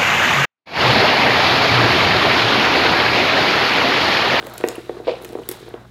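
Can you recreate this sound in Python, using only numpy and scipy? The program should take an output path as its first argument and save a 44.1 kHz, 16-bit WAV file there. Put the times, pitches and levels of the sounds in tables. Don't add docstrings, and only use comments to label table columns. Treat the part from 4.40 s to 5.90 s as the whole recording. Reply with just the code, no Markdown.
import sys
import numpy as np
from scipy import signal
from scipy.fft import rfft, irfft
from scipy.io import wavfile
from scipy.ndimage import uniform_filter1d

SR = 44100
rng = np.random.default_rng(int(sys.argv[2]) if len(sys.argv) > 2 else 0)


def file_out(sig):
    cols = np.atleast_2d(sig).T
    lim = np.clip(cols, -1, 1)
    pcm = np.round(lim * 32767).astype(np.int16)
    wavfile.write(sys.argv[1], SR, pcm)


def elevation(decibels):
    levels = np.asarray(decibels, float)
    return 10 ** (levels / 20)


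N = 66150


def evened(x):
    return x / np.sqrt(np.mean(x ** 2) + 1e-20)


def add(mix, s, sound):
    part = mix[round(s * SR):][:len(sound)]
    part += sound[:len(part)]


def read(points, hz):
    f, value = np.transpose(points)
    return np.interp(np.log(hz + 1), np.log(f + 1), value, left=value[0], right=value[-1])


def colour(x, points):
    gain = elevation(read(points, np.fft.rfftfreq(len(x), 1 / SR)))
    return evened(irfft(rfft(x) * gain, len(x)))


def resonate(x, hz, width_hz):
    return signal.lfilter(*signal.iirpeak(min(hz, SR / 2.1), hz / width_hz, SR), x)


# f/Hz, level/dB per Hz
HISS = [(12, -50), (20, -16), (134, -2), (234, -1.5), (738, -26.5), (1260, -43), (1480, -17), (1860, -30.5),
        (16000, -42.5)]
# f/Hz, rms level/dB
HUM = [(59, -53), (120, -47.5)]


def air():
    hiss_db = -49
    t = np.arange(N) / SR
    waver = evened(uniform_filter1d(rng.standard_normal((len(HUM), N)), 1500, axis=1))
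    hum = np.zeros(N)
    for (hz, db), w in zip(HUM, waver):
        phase = 2 * np.pi * (hz * t + rng.random())
        hum += elevation(db + 0.5) * (1 + 0.05 * w) * np.sin(phase)
    return elevation(hiss_db) * colour(rng.standard_normal(N), HISS) + hum


# f/Hz, t60/s
REVERBERATION = [(400, 0.21), (3000, 0.66), (8000, 0.2), (15000, 0.031)]


def room(x):
    taps = np.zeros(SR // 2)
    at = np.arange(60, len(taps) - 20, 20)
    taps[at + rng.integers(0, 20, len(at))] = rng.choice([-1., 1.], len(at))
    hz, t, z = signal.stft(taps, SR, nperseg=256)
    decay = elevation(-60 * t / read(REVERBERATION, hz)[:, None])
    tail = signal.istft(z * decay, SR, nperseg=256)[1]
    return signal.fftconvolve(x, tail / np.linalg.norm(tail))[:N]


GRAINS_PER_S = 1200


def grainy(per_s, spread_db, smooth):
    burst_decay_s = 0.0043
    size = elevation(spread_db * np.minimum(rng.exponential(1, N), 4))
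    size = size * (rng.random(N) < per_s / SR)
    bursts = signal.lfilter([1], [1, -np.exp(-1 / (burst_decay_s * SR))], size)
    return rng.standard_normal(N) * (smooth + evened(bursts))


# t/s, shirt level/dB, strap level/dB, jostle level/dB, leather level/dB
HANDLING = [(0, -48.5, -59, -55, -41), (0.049, -46.5, -54.5, -42.5, -38), (.2, -45, -63, -52, -42.5),
            (.33, -49, -52, -51.5, -37), (0.451, -48.5, -60, -49.5, -57), (0.551, -50, -67, -41, -46),
            (.63, -54.5, -65, -43, -47.5), (.78, -49.5, -65, -38, -43.5), (.86, -51, -56.5, -38, -46.5),
            (1.05, -51, -62, -46, -50.5), (1.15, -48.5, -50, -45, -44), (1.27, -47.5, -66, -44.5, -68.5),
            (1.331, -54.5, -69, -45.5, -41.5), (1.5, -62, -72, -74, -57)]


def control(column):
    rows = np.array(HANDLING)
    return elevation(np.interp(np.arange(N) / SR, rows[:, 0], rows[:, column]))


def jostles():
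    taps_per_s = 230
    taps = (rng.random(N) < taps_per_s / SR) * rng.standard_normal(N)
    ring = bag_ring(0.13, np.zeros(len(BAG_MODES)))
    return evened(signal.oaconvolve(taps, ring)[:N]) * control(column=3)


# f/Hz, level/dB per Hz
SHIRT = [(1200, 2.5), (2000, 1), (2700, -4), (3900, 2.5), (4800, -6), (6000, -10), (9000, -17.5),
         (16000, -26)]


def shirt_rustle():
    return colour(grainy(GRAINS_PER_S, 0.92, 0.65), [(300, -24.0)] + SHIRT) * control(column=1)


# f/Hz, level/dB per Hz
STRAP = [(3500, -63), (6500, -9), (8000, -7), (12000, -10.5), (16000, -13.5)]


def strap_fizz():
    return colour(grainy(GRAINS_PER_S / 2, 3.2, 0.64), [(1500, -54)] + STRAP) * control(column=2)


# f/Hz, level/dB per Hz
LEATHER = [(110, -36.5), (200, -0.5), (330, -12), (650, 1.9), (1000, -2.5), (1400, -4), (2200, -15),
           (5000, -51)]


def leather_crumple():
    return colour(grainy(GRAINS_PER_S / 3, 1.9, 0.21), LEATHER + [(16000, -70)]) * control(column=4)


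# start t/s, level/dB, rise/s, t60/s
SLIDES = [
    (0.639, -44, 0.019, 0.26),
    (0.669, -33, 0.0097, 0.45),
    (1.034, -42, 0.0014, 0.012),
]
# f/Hz, level/dB per Hz
SLIDE = [(1200, -25), (2400, -1), (3300, -5.5), (4700, -9.5), (5800, -24), (8000, -35)]


def slides():
    t = np.arange(N) / SR
    shape = np.zeros(N)
    for s, db, rise, t60 in SLIDES:
        decay = elevation(db - 60 * np.maximum(t - s - rise, 0) / t60)
        shape += np.clip((t - s) / rise, 0, 1) * decay
    return colour(grainy(GRAINS_PER_S, 5.65, 0.55), [(400, -49)] + SLIDE + [(16000, -61)]) * shape


# t/s, f/Hz, level/dB, t60/s
RINGS = [(.068, 14950, -46, .18), (.137, 14020, -45, .22), (.137, 11550, -41, .035), (.18, 15250, -49, .12),
         (.18, 11450, -41, .035), (1.09, 14250, -35, .04), (1.09, 14880, -31, .045),
         (1.113, 11750, -32, .02), (1.116, 14100, -32, .012), (.354, 2750, -30, .025),
         (.155, 1400, -31, .04), (.21, 1400, -31, .04), (1.035, 3050, -35, .018), (1.125, 12300, -32, .015),
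         (.25, 12100, -46, .08)]


def rings():
    out, t = np.zeros(N), np.arange(SR // 5) / SR
    sway = rng.standard_normal((len(RINGS), len(t)))
    sway = evened(uniform_filter1d(sway, size=180, axis=1))
    for (s, hz, db, t60), w in zip(RINGS, sway):
        add(out, s, elevation(db - 60 * t / t60) * np.sin(2 * np.pi * hz * t) * (.7 + .55 * w))
    return out


# t/s, level/dB, tint f/Hz, dull share level/dB, t60/s
CLINKS = [(0.0456, -36, 13740, -14, 0.0079), (.0625, -41, 14500, -20, 0.0087),
          (0.068, -20, 15200, -9, 0.0061), (0.0976, -31.5, 8000, -3, 0.013),
          (0.1369, -27, 13900, -13, 0.017), (.1405, -39, 8460, -4, 0.0044),
          (0.1793, -19.5, 9800, -7.5, 0.0059), (0.1813, -21, 14500, 1, 0.0068), (.209, -34, 9500, -1, .008),
          (.2382, -35, 11800, -37, .012), (0.2655, -33, 9170, -3, 0.014), (0.2755, -26, 7240, -14, 0.01),
          (0.2863, -8, 7600, -6.5, 0.0052), (.2885, -31.5, 4140, 0, 0.012),
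          (0.3558, -29.5, 10300, -14, 0.013)]
# t/s, level/dB, tint f/Hz, dull share level/dB, t60/s
LATE_CLINKS = [(0.817, -35, 14800, -4, 0.0072), (0.8236, -33, 10480, -12, 0.0064),
               (0.8355, -30, 13200, -15.5, 0.0037), (0.847, -24, 8540, -1, 0.0076),
               (0.8519, -30.5, 6500, -2, 0.011), (0.8905, -36, 8466, 8, 0.0053),
               (.908, -38, 6250, -5, 0.0055), (0.9248, -29.5, 9080, -13, 0.0046),
               (0.9315, -34.5, 9100, 2, 0.005), (.995, -40, 6300, -11, .006),
               (1.0889, -7, 15200, -13, 0.0059), (1.0897, -13.5, 10040, -12, 0.0041),
               (1.0912, -25, 11900, -3, .01), (1.0935, -33, 11000, 2, 0.0072), (1.099, -27, 8000, -5, .01),
               (1.1126, -18, 11280, -27, 0.018), (1.1155, -29.5, 14000, 6.5, 0.014),
               (1.1206, -28.5, 7400, 5, 0.012), (1.1246, -24.5, 12100, -18, 0.011),
               (1.137, -35, 7900, 5, 0.012), (1.142, -36, 4020, -4, 0.01),
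               (1.2893, -39.5, 11000, -1, 0.0099)]
# f/Hz, width f/Hz, level/dB
METAL = [(7530, 3800, -8.5), (10600, 420, -11.5), (11500, 590, -3.5), (14300, 730, -12), (15600, 810, -13)]


def clinks():
    rise_s, snap = .0006, 1.1
    tint_width_hz, tint_db, flat_db = 1300, 5, -8
    dull_hz, dull_width_hz, dull_grit = 3100, 4000, .18
    out, t = np.zeros(N), np.arange(SR // 5) / SR
    contact = np.arange(len(t)) == round(rise_s * SR)
    for s, db, hz, dull_db, t60 in list(CLINKS) + list(LATE_CLINKS):
        envelope = np.minimum(t / rise_s, 1) * elevation(-60 * t / max(t60, 0.004))
        burst = rng.standard_normal(len(t)) * envelope + snap * contact
        tick = elevation(flat_db) * np.diff(burst, prepend=0)
        for f, width, d in METAL:
            tick += elevation(d) * resonate(burst, f, width)
        tick += elevation(tint_db) * resonate(burst, hz, tint_width_hz)
        dull = resonate(dull_grit * burst + contact, dull_hz, dull_width_hz)
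        dull = resonate(dull, dull_hz, dull_width_hz)
        add(out, s, elevation(db) * (tick / abs(tick).max() + elevation(dull_db) * dull / abs(dull).max()))
    return out


BAG_HZ = 400
# f/Hz, level/dB, t60/s, share from 0 (lower) to 1 (upper)
BAG_MODES = [(192, -27.5, 0.059, 0.7), (272, -12, 0.044, 0.492), (357.6, 5, 0.048, 0),
             (421, 0.5, 0.041, 0.12), (485.6, 0, 0.037, 0.97), (597.8, -10, 0.062, 0.95),
             (735.5, -6, 0.032, 0.496), (932, -14.5, 0.031, 1), (1106, -10.5, 0.016, 0.66)]


def bag_ring(upper_db, shift, pitch_hz=BAG_HZ):
    swell_cycles, detune, low_cut_hz = 0.82, 0.039, 180
    t = np.arange(SR // 4) / SR
    ring = np.zeros(len(t))
    for (hz, db, t60, upper), d in zip(BAG_MODES, shift):
        decay = elevation(db + (upper - .5) * upper_db - 60 * t / t60)
        swell = 1 - np.exp(-t * hz / swell_cycles)
        mode_hz = hz * pitch_hz / BAG_HZ * (1 + detune * d)
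        ring += np.sign(upper - .5) * decay * swell * np.sin(2 * np.pi * mode_hz * t)
    ring = signal.sosfilt(signal.butter(2, low_cut_hz, "high", fs=SR, output="sos"), ring)
    return ring / abs(ring).max()


def slap(noise):
    hz, width_hz, t60, top_hz = 1600, 800, .016, 3700
    t = np.arange(len(noise)) / SR
    burst = noise * elevation(-60 * t / t60) + 7 * (t == 0)
    sound = resonate(burst, hz, width_hz) + 0.13 * resonate(burst, 2 * hz, width_hz)
    sound = signal.sosfilt(signal.butter(8, top_hz, fs=SR, output="sos"), sound)
    return sound / abs(sound).max()


# t/s, level/dB, upper against lower modes level/dB, slap level/dB, pitch f/Hz
KNOCKS = [(0.0, -26.5, 2, -39, 392.5), (0.026, -27.5, 0, 3.5, 382), (0.05, -27.5, -6, -11, 385),
          (0.0685, -25, 17, -1.5, 438), (.18, -30, 2, -18, 402), (0.202, -24, 3, -12, 403),
          (.21, -26.5, 14, 0.5, 405), (0.239, -2.5, 1, -7.5, 407.6), (0.274, -15, -2, -25, 394),
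          (.283, -19.5, 1, -13, 402), (0.295, -22.5, 4, -19, 384), (0.325, -25.5, 6, -22, 406),
          (0.347, -26, 1, -24, 403), (0.38, -17.5, -12.5, -30, 397), (0.401, -31.5, 9, -30, 414),
          (0.494, -11, 5.5, -17, 398), (0.568, -22, -1, -18, 406), (0.6, -20, -1, -22, 407),
          (0.67, -13, 7, -15, 403), (0.679, -6, 32, -32, 414.4), (0.685, -16.5, 24, -32, 406),
          (.689, -18.5, 20, -34, 418.4), (.693, -12, 16, -16, 401.5), (0.704, -17, 1, -26, 408),
          (.717, -20.5, 5, -14, 418), (0.736, -20, 17, -25, 447), (.768, -29.5, 18, -20, 413),
          (0.85, -28.5, -20, 2.5, 402.7), (0.905, -29, -25, -24, 380), (0.952, -13, 1, -19.5, 400),
          (0.987, -18, -3.5, -21, 415), (0.996, -20, -4, -30, 410), (1.017, -26.5, 3, -24, 413),
          (1.091, -19, -14, -7.5, 405), (1.113, -23, -19, -7.5, 396), (1.227, -29, -12, -20, 406),
          (1.263, -33, -15, -9, 380), (1.281, -27, 6, -10, 397), (1.34, -17, -1, -12.5, 403.6)]


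def knocks():
    out = np.zeros(N)
    for s, db, upper_db, slap_db, pitch_hz in KNOCKS:
        noise = rng.standard_normal(2000)
        shift = np.clip(noise[-len(BAG_MODES):], -1, 1)
        add(out, s, elevation(db) * bag_ring(upper_db, shift, pitch_hz))
        add(out, s, elevation(db + slap_db) * slap(noise))
    return out


def scene():
    knock_room_db, metal_room_db = -11, -10
    dull = knocks()
    bright = clinks() + rings()
    tail = room(elevation(knock_room_db) * dull + elevation(metal_room_db) * bright)
    rustle = shirt_rustle() + strap_fizz() + leather_crumple() + jostles()
    return (dull + bright + tail + rustle + slides() + air())[None]


def roll_off(x):
    return signal.sosfilt(signal.butter(12, 17120, fs=SR, output="sos"), x)


def record(dry):
    edge_hz, edge_db = 15900, -34
    corners_hz = [0, edge_hz - 150, edge_hz + 150, SR / 2]
    shelf = signal.firwin2(401, corners_hz, [1, 1, elevation(edge_db), elevation(edge_db)], fs=SR)
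    x = signal.sosfilt(signal.butter(2, 24, "high", fs=SR, output="sos"), dry)
    finished = signal.oaconvolve(x, shelf[None], "same")
    return roll_off(finished)


dry = scene()
out = record(dry)
file_out(out)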